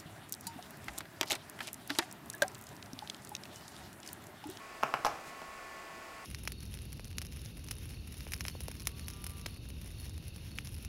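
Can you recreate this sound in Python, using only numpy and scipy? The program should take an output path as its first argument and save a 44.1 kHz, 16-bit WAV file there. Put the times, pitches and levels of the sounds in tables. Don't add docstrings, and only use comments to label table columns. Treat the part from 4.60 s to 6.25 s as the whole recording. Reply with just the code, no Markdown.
import sys
import numpy as np
from scipy import signal
from scipy.fft import rfft, irfft
from scipy.io import wavfile

SR = 44100
rng = np.random.default_rng(int(sys.argv[2]) if len(sys.argv) > 2 else 0)


def bounce(signal):
    frames = np.transpose(np.atleast_2d(signal))
    limited = np.clip(frames, -1, 1)
    pcm = np.round(limited * 32767).astype(np.int16)
    wavfile.write(sys.argv[1], SR, pcm)


N = 72765
T = np.arange(N) / SR
FREQS = np.maximum(np.fft.rfftfreq(N, 1 / SR), 1)


def from_db(db):
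    return 10 ** (np.asarray(db) / 20)


def rms_one(x):
    return x / np.sqrt(np.mean(x ** 2) + 1e-20)


def at_hz(points, hz):
    f_hz, value = np.transpose(points)
    return np.interp(np.log(hz), np.log(f_hz), value)


def noise(spectrum):
    white = rfft(rng.standard_normal(N))
    return rms_one(irfft(white * from_db(at_hz(spectrum, FREQS)), N))


def drift(corner_hz):
    white = rfft(rng.standard_normal(N))
    return rms_one(irfft(white / (1 + (FREQS / corner_hz) ** 2), N))


def band(x, low_hz, high_hz, order=2):
    sos = signal.butter(order, [low_hz, min(high_hz, .45 * SR)], "band", fs=SR, output="sos")
    return signal.sosfilt(sos, x)


def delayed(x, start_s):
    return np.concatenate([np.zeros(int(start_s * SR)), x, np.zeros(N)])[:N]


def pop(hz, octaves):
    half_width = 2 ** (octaves / 2)
    y = band(signal.unit_impulse(N // 20), hz / half_width, hz * half_width, order=3)
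    return y / np.abs(y).max()


def ring(hz, t60_s):
    return np.sin(2 * np.pi * hz * T) * from_db(-60 * T / t60_s)


def swats():
    # push/dB, snap/dB, tick/dB (before halving), sofa ring/dB
    swat_table = [(0.2291, -21.5, 1000, 0.87, -29, -19, -11.5, -25.5),
                  (0.2336, -13, 920, 1.2, -17, -12, -10.5, -32),
                  (0.3397, -14.5, 926, 1.26, -22, -11, -12.5, -24.5),
                  (0.4486, -14.5, 923, 0.82, -40, -27, -4.5, -19.5),
                  (0.4545, -26.5, 960, .9, -21, -25, 4.5, -13), (0.4568, -28, 940, 0.95, -27, -24, -4, -33),
                  (0.4614, -35.5, 1120, 0.65, -18, -21, -2, -5),
                  (0.4652, -17.5, 840, 1.17, -25.5, -12.5, -8, -21.5),
                  (0.4678, -28, 960, 1.53, -39, -34, 5, -18), (0.8178, -36.5, 650, 1.74, -4, -9, 0, -21)]
    # f/Hz, level/dB, t60/s
    sofa_modes = [(519, -5, 0.13), (650, -1, 0.15), (777.5, -0.5, 0.16), (839.5, 3, 0.075), (916, -4, .14),
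                  (1120, -25, 0.36), (1345, -7, 0.25), (1660, -15.5, 0.43)]
    # f/Hz, level/dB per Hz
    tick_spectrum = [(300, -13), (1500, -1.5), (3200, 12), (4100, 4.5), (5400, 9), (7500, -1.5),
                     (11500, -1.5), (16000, -8.5)]
    tick_decay_s = 0.00086

    sofa = sum(from_db(db) * ring(hz, t60_s) for hz, db, t60_s in sofa_modes)
    push = pop(hz=344, octaves=1.45)
    snap = pop(hz=2493, octaves=0.4)
    out = np.zeros(N)
    for start_s, db, hz, octaves, push_db, snap_db, tick_db, ring_db in swat_table:
        tick = .5 * noise(tick_spectrum) * np.exp(-T / tick_decay_s)
        slap = pop(hz, octaves) + from_db(push_db) * push + from_db(snap_db) * snap
        tick_and_ring = from_db(tick_db) * tick + from_db(ring_db) * sofa
        out += from_db(db) * (delayed(slap, start_s) + delayed(tick_and_ring, start_s))
    return out


def room(x):
    # delay/s, level/dB
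    echoes = [(.0047, -11), (.0086, -20.5)]
    # f/Hz, t60/s
    tail_t60 = [(100, 1), (300, 0.8), (800, 0.43), (2000, 0.35), (5000, 0.33), (14000, 0.37)]
    # f/Hz, level/dB re tail_db
    tail_colour = [(100, -2), (300, -1.5), (750, -1), (1100, -8.5), (1650, 3), (2450, -4.5), (3500, 1),
                   (5400, 0), (14000, -4.5)]
    tail_db, build_s = -36.5, 0.0014

    edges_hz = np.geomspace(70, 18000, 9)
    tail = np.zeros(N)
    for low_hz, high_hz in zip(edges_hz, edges_hz[1:]):
        mid_hz = np.sqrt(low_hz * high_hz)
        fall_db = -60 * T / at_hz(tail_t60, mid_hz)
        level_db = tail_db + at_hz(tail_colour, mid_hz) + fall_db
        tail += band(rng.standard_normal(N), low_hz, high_hz) * from_db(level_db)
    tail *= 1 - np.exp(-T / build_s)
    near = sum(from_db(db) * delayed(x, delay_s) for delay_s, db in echoes)
    return near + signal.fftconvolve(x, tail)[:N]


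def cushion():
    # t/s, level/dB, f/Hz
    thuds = [(0.239, -47.5, 141), (0.347, -45.5, 133.6), (0.455, -56, 123), (0.47, -52.5, 67.6),
             (0.671, -55, 148), (0.818, -62, 166), (0.882, -53.5, 64)]
    return sum(from_db(db) * delayed(ring(hz, t60_s=0.21), start_s) for start_s, db, hz in thuds)


def fur():
    # centre t/s, half length to 1/e /s, level/dB
    brushes = [(0.464, 0.01, -49.5), (0.683, 0.026, -55), (0.876, .05, -84)]
    # f/Hz, level/dB per Hz
    fur_spectrum = [(300, -1), (1000, -1), (3000, 2), (5500, 1), (8000, 2), (12000, -6), (16000, -11)]
    grain_db, grain_corner_hz = 1.5, 450

    stroke = sum(from_db(db) * np.exp(-((T - mid_s) / half_s) ** 2) for mid_s, half_s, db in brushes)
    grain = from_db(grain_db * drift(grain_corner_hz))
    return stroke * rms_one(noise(fur_spectrum) * grain)


def appliance():
    # f/Hz, level before waver/dB rms
    hum = [(658, -64.5), (1098, -56), (1757, -62), (1922, -74), (1976.5, -63), (2439, -73)]
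    # f/Hz, level/dB per Hz
    air_spectrum = [(12, -29), (25, -16), (65, -12), (100, -15), (160, -13.5), (300, -12), (370, -9.5),
                    (500, -12), (670, -7), (950, -11), (1110, -11), (1450, -9), (1680, -18), (2100, -12.5),
                    (2600, -13.5), (3100, -21), (4200, -23.5), (4850, -20.5), (5600, -25.5), (7500, -25),
                    (9000, -29), (12000, -31.5), (15500, -36)]
    # t/s, level/dB re air_db
    air_swell = [(0, -1.9), (0.2, -.5), (0.7, -0.6), (1.2, -1), (1.65, -1)]
    waver_db, waver_corner_hz, phase_wander_rad = 2, 1, 0.033
    air_db = -49

    tones = np.zeros(N)
    for hz, db in hum:
        level = from_db(db + waver_db * drift(waver_corner_hz))
        phase = 2 * np.pi * (hz * T + rng.random())
        tones += level * np.sin(phase + phase_wander_rad * drift(waver_corner_hz))
    air_level_db = air_db + np.interp(T, *np.transpose(air_swell))
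    return np.sqrt(2) * tones + from_db(air_level_db) * noise(air_spectrum)


def scene():
    hits = swats()
    return (hits + room(hits) + cushion() + fur() + appliance())[None]


def record(dry):
    cutoff_hz = 16000
    sos = signal.ellip(12, .1, 80, cutoff_hz, fs=SR, output="sos")
    return signal.sosfilt(sos, dry)


dry = scene()
out = record(dry)
bounce(out)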